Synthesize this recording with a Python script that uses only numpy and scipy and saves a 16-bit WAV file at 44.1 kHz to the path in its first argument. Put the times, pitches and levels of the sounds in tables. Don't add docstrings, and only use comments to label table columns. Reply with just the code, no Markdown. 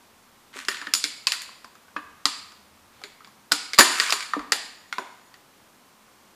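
import sys
import numpy as np
from scipy import signal
from scipy.fft import rfft, irfft
from scipy.io import wavfile
from scipy.ndimage import uniform_filter1d, minimum_filter1d

SR = 44100
rng = np.random.default_rng(int(sys.argv[2]) if len(sys.argv) > 2 else 0)


def level_to_linear(level):
    exponent = np.asarray(level, float) / 20
    return 10 ** exponent


def file_out(sig):
    cols = np.atleast_2d(sig).T
    lim = np.clip(cols, -1, 1)
    pcm = np.round(lim * 32767).astype(np.int16)
    wavfile.write(sys.argv[1], SR, pcm)


N = 280166


def fall(t, t60):
    return np.exp(-np.log(1000) * t / max(t60, 0.002))


def band(x, lo_hz, hi_hz):
    return signal.sosfilt(signal.butter(2, [lo_hz, min(hi_hz, 0.45 * SR)], "band", fs=SR, output="sos"), x)


def unit(x):
    return x * np.sqrt(SR / 1000 / np.sum(x ** 2))


def curve(points):
    s, db = np.transpose(points)
    return level_to_linear(np.interp(np.arange(N) / SR, s, db, -200, -200))


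# (f/Hz, level/dB per Hz)
AIR_COLOUR = [(12, -36), (20, 2), (38, -31), (59, -5.5), (135, -3), (169, -4.5), (199, 3), (387, -3),
              (693, -3.5), (940, -1.5), (1020, -0.5), (1640, -6.5), (15000, -18)]


def hum_and_hiss():
    hz, db = np.transpose(AIR_COLOUR)
    f = np.maximum(np.fft.rfftfreq(N, 1 / SR), 1)
    colour = level_to_linear(np.interp(np.log(f), np.log(hz), db))
    air = irfft(rfft(rng.standard_normal(N)) * colour, N)
    return level_to_linear(-56) * air / air.std()


# (t/s, level/dB, brightness/dB)
STRAIN_SPANS = [
    [(0.53, -37, -5), (0.56, -26, 5.5), (0.63, -29.5, 4.5), (.67, -45, 3), (0.728, -27.5, -4),
     (0.868, -37, -4), (0.93, -56, -12)],
    [(1.3, -46.5, 3), (1.55, -51, 2)],
    [(2.9, -52.5, -1), (2.99, -45.5, -4), (3.15, -49.5, -4.5)],
    [(3.83, -31.5, 1.5), (3.93, -21, 5.5), (4.01, -16, 8), (4.33, -39.5, 7)],
    [(5.0, -56, 0.5), (5.078, -52, 7), (5.2, -53, -5.5)],
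]


def crackle():
    ticks_per_s = 3000
    happens = rng.random(N) < ticks_per_s / SR
    tick_db = np.minimum(2.0 * rng.exponential(size=N), 11)
    ticks = happens * level_to_linear(tick_db) * rng.standard_normal(N)
    dull, bright = band(ticks, 1300, 3900), band(ticks, 3600, 7900)
    dull_gain = sum(curve([(s, db - 14) for s, db, _ in span]) for span in STRAIN_SPANS)
    bright_gain = sum(curve([(s, db + bright_db - 26) for s, db, bright_db in span]) for span in STRAIN_SPANS)
    return dull_gain * dull / dull.std() + bright_gain * bright / bright.std()


# (f/Hz, 60 dB decay t/s, level/dB)
ROOM_TAIL = [(250, 0.52, 2.5), (450, 0.71, -4.5), (844, 0.65, 2), (1300, 0.96, -5), (2200, 0.77, -0.5),
             (3330, 0.66, 2), (5870, 0.57, -3), (8500, 0.57, 2.5), (13000, 0.18, 6)]


def room():
    t = np.arange(SR) / SR
    early = level_to_linear(-31.5) * rng.standard_normal(SR) * fall(t, 0.051)
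    tail = sum(level_to_linear(db) * band(rng.standard_normal(SR), hz / 1.322, hz * 1.334) * fall(t, t60)
               for hz, t60, db in ROOM_TAIL)
    nearest_wall_s = 0.0041
    return (early + level_to_linear(-41) * tail) * np.minimum(t / nearest_wall_s, 1)


# (low f/Hz, high f/Hz, added share)
HOLLOW_BANDS = [(903, 1860, 0.44), (2340, 3700, -0.21), (4020, 5600, 0.29), (11570, 21000, 0.069)]


def hollow(near):
    return near + sum(share * band(near, lo_hz, hi_hz) for lo_hz, hi_hz, share in HOLLOW_BANDS)


# (low f/Hz, high f/Hz of the release, scatter decay t/s, ringing level/dB, ringing decay t/s)
RINGING_PARTS = dict(board=[182, 490, 0.13, 1.5, 0.1], shell=[0.52, 1.416, 0.11, 1.7, 0.016],
                 plate=[2260, 6000, 0.046, 1.7, 0.0045], splinter=[6005.5, 12998.5, 0.2, 2.5, 0.13])


def struck(part, hz, grit, ring_db=0):
    lo, hi, scatter_t60, lead_db, lead_t60 = RINGING_PARTS[part]
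    if part == "shell":
        lo, hi = lo * hz, hi * hz
    t = np.arange(len(grit)) / SR
    click = unit(band(1.0 * (t == 0), lo, hi))
    modes = np.sin(2 * np.pi * hz * t) + level_to_linear(-10) * np.sin(2 * np.pi * 1.5 * hz * t)
    ringing = level_to_linear(lead_db + ring_db) * unit(modes * fall(t, lead_t60 * level_to_linear(ring_db)))
    tear_s = 0.0007
    ragged = np.cbrt(grit[::-1]) * t * np.exp(-t / tear_s)
    torn = unit(signal.fftconvolve(click, ragged)[:len(t)])
    torn = unit(torn + 1.5 * ringing * (1 - np.exp(-t / tear_s)))
    scatter = unit(signal.fftconvolve(click + ringing, grit * fall(t, scatter_t60))[:len(t)])
    direct = unit(torn + level_to_linear(-3) * scatter)
    clean = unit(click + level_to_linear(-1.5) * ringing)
    return np.array([direct, clean])


# (t/s, plate level/dB, shell level/dB re plate, splinter level/dB re plate, shell f/Hz)
SNAPS = [(0.6841, -17, 4, -5, 1853), (0.9367, -7.5, -17, -5, 1450), (0.9493, -17, -12, -7.5, 1300),
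         (1.0401, -12, -6, -15.5, 2240), (1.2697, -8.5, -4.5, -14, 2583), (1.3201, -13.5, -4, -10.5, 1990),
         (1.4179, -30, -11, -1.5, 1800), (1.6446, -39.5, 4.5, -12, 1054), (2.255, -7, -7.5, -20.5, 1253),
         (3.0375, -30.5, 2, -9, 2200), (3.246, -44.5, 5.5, -9.5, 2264), (3.273, -48.5, 4.5, -5, 1080),
         (3.519, -5.5, -7.5, -13.5, 1456), (3.7337, -20, 1.5, -15, 2210), (3.7445, -24.5, -12, -11.5, 2410),
         (3.7800, -21, 0, -17, 1144), (3.7869, 3, -4.5, -3, 1155), (3.808, -9, 5.5, -14.5, 1770),
         (3.9993, -9.5, -2, -17, 1880), (4.1049, -13.5, -19, -16.5, 1300), (4.1238, -9, -4.5, -10, 1240),
         (4.5207, -8, -3.5, -11, 1898), (5.3409, -43.5, 1.5, -10.5, 1920)]
# (t/s, shell level/dB, dullness/dB, shell f/Hz)
TAPS = [(0.539, -36.5, 18, 2077), (0.5890, -30, 3, 1800), (0.6499, -38, -4, 2080),
        (0.8147, -26.5, 10.5, 1760), (0.8238, -30.5, 14, 1294), (0.8695, -21.5, 12.5, 1830),
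        (1.271, -23, 22.5, 1060), (1.3377, -29, 8.5, 1421), (1.4911, -38.5, 17, 1060),
        (1.7532, -43.5, 6, 1303), (1.8818, -46, 13, 1480), (1.963, -22, 21, 1196), (1.965, -21, 20, 1676),
        (2.2012, -52, 28, 1220), (2.5204, -48, -2, 1430), (3.0161, -37, 11, 820), (3.2059, -39.5, 19, 1280),
        (3.5150, -25, 4.5, 1480), (3.521, -23, 11, 790), (3.818, -18.5, 9.5, 1071),
        (4.0965, -22.5, 0.2, 1090), (4.3347, -13, 18.5, 1207), (4.3929, -26, 12, 1300),
        (4.5215, -19.5, 14.5, 860), (4.926, -21.5, 12, 1450), (4.9265, -22.5, 5.5, 2134),
        (4.9828, -17, 11, 1010)]
# (start t/s, gap t/s, first shell level/dB, change per piece/dB, shell f/Hz)
RUNS = [
    (0.714, 0.029, -24, -2.5, 1908),
    (3.7903, 0.0044, 0, -6, 1563),
    (4.021, .021, -22.5, -0.1, 1797),
    (4.206, 0.018, -23.5, -0.3, 2250),
]
RUN_COUNTS = (3, 4, 4, 2)


def pieces():
    taps = list(TAPS)
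    for (s, gap, db, step_db, hz), count in zip(RUNS, RUN_COUNTS):
        for k, (late, size) in enumerate(rng.standard_normal((count, 2))):
            start = s + gap * k * (1 + 0.22 * late / count)
            taps.append((start, db + k * step_db, 5, hz * (1 + 0.25 * size)))
    size = rng.uniform(-1, 1, len(SNAPS) + len(taps))
    snap_rows = [(*row, 4840 * (1 + 0.055 * u)) for row, u in zip(SNAPS, size)]
    tap_rows = [(s, db - dull_db, dull_db, -9.5, hz, 3720 * (1 + 0.2 * u))
                for (s, db, dull_db, hz), u in zip(taps, size[len(SNAPS):])]
    return snap_rows + tap_rows


def fractures():
    out, size = np.zeros((2, N + SR)), SR // 14
    for s, db, shell_db, splinter_db, shell_hz, plate_hz in pieces():
        grit = rng.standard_normal(size) ** 3
        ring_db = 0.3 * max(shell_db - 4, 0)
        shell = level_to_linear(shell_db) * struck("shell", shell_hz, grit, ring_db)
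        plate = struck("plate", plate_hz, grit)
        splinter = level_to_linear(splinter_db) * struck("splinter", 7000, grit)
        start = int(s * SR)
        out[:, start:start + size] += level_to_linear(db) * (shell - plate + splinter)
    return out[:, :N]


# (t/s, level/dB, f/Hz)
BOARD_KNOCKS = [(0.559, -32, 263), (0.684, -25.5, 395), (0.816, -40, 291), (0.87, -32, 293),
                (0.9368, -35.5, 293), (1.039, -30, 303), (1.27, -39.5, 504), (1.644, -43, 239),
                (1.962, -28, 303), (2.255, -26, 287), (3.039, -34.5, 410), (3.52, -24, 299),
                (3.733, -35.5, 460), (3.7873, -5, 374), (3.802, -14, 353), (3.998, -27, 450),
                (4.125, -28.5, 408), (4.335, -41.5, 213), (4.366, -16, 300), (4.521, -23.5, 450),
                (4.982, -26, 385)]


def board_knocks():
    out, size = np.zeros((2, N + SR)), SR // 14
    for s, db, hz in BOARD_KNOCKS:
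        start = int(s * SR)
        out[:, start:start + size] += level_to_linear(db) * struck("board", hz, rng.standard_normal(size))
    return out[:, :N]


def thuds():
    t, hits = np.arange(SR // 4) / SR, np.zeros(N)
    footstep = (4.395, -41)  # t/s, level/dB
    for s, db in [(row[0], row[1] - 49.5) for row in SNAPS] + [footstep]:
        hits[int(s * SR)] = level_to_linear(db)
    push = unit(np.sin(2 * np.pi * 45 * t) * fall(t, 0.2))
    return signal.fftconvolve(hits, push)[:N]


# (peak t/s, half width t/s, level/dB)
DRONE_SWELLS = [
    (1.95, 0.27, -72),
    (2.68, 0.51, -71),
]


def distant_drone():
    low_hz, high_hz = 68.9, 103.1
    drone = band(band(rng.standard_normal(N), low_hz, high_hz), low_hz, high_hz)
    t = np.arange(N) / SR
    swell = sum(level_to_linear(db) * np.exp(-((t - s) / half) ** 2) for s, half, db in DRONE_SWELLS)
    return swell * drone / drone.std()


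# (f/Hz, width f/Hz, level/dB)
SLIVER_TONES = [
    (6880, 140, 0),
    (4400, 140, -4),
]


def sliver():
    tones = sum(level_to_linear(db) * band(rng.standard_normal(N), hz - w / 2, hz + w / 2) * np.sqrt(SR / 2 / w)
                for hz, w, db in SLIVER_TONES)
    flicker_db = 3 * np.repeat(rng.standard_normal(N // 1024 + 1), 1024)[:N]
    start_s, end_s, attack_s, level_db = 4.74, 5.335, 0.12, -72
    swell = curve([(start_s - attack_s, level_db - 16), (start_s, level_db), (end_s, level_db)])
    return tones * level_to_linear(flicker_db) * swell


def scene():
    direct, clean = fractures() + board_knocks()
    ticks = crackle()
    near = hollow(direct + ticks + signal.fftconvolve(clean + ticks, room())[:N])
    high_pass = signal.butter(4, 200, "high", fs=SR, output="sos")
    near = signal.sosfilt(high_pass, near) + level_to_linear(-26) * near
    mid = near + thuds() + sliver() + hum_and_hiss() + distant_drone()
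    return np.array([mid, mid])


def band_limit(x):
    return signal.sosfilt(signal.butter(12, 15140, fs=SR, output="sos"), x)


def record(dry):
    top_cut = signal.ellip(8, 0.2, 60, 15150, fs=SR, output="sos")
    x = signal.sosfilt(top_cut, np.clip(dry, -1, 1))
    frame, hold_frames = 1024, 4
    count = N // frame + 1
    loud = uniform_filter1d(x[0] ** 2, frame)[::frame]
    no_attack = loud < level_to_linear(2 * 4) * np.roll(loud, 1)
    calm = minimum_filter1d(1.0 * no_attack, size=5, origin=1)
    whim = np.repeat(rng.random(count) < 0.6, hold_frames)[:count]
    apart = uniform_filter1d(np.repeat(calm * whim, frame)[:N], frame // 2)
    noise = signal.fftconvolve(x[0], rng.standard_normal(256) / 16, "same")
    mix = x + level_to_linear(-17) * apart * noise * np.array([[1], [-1]])
    return band_limit(mix)


dry = scene()
out = record(dry)
file_out(out)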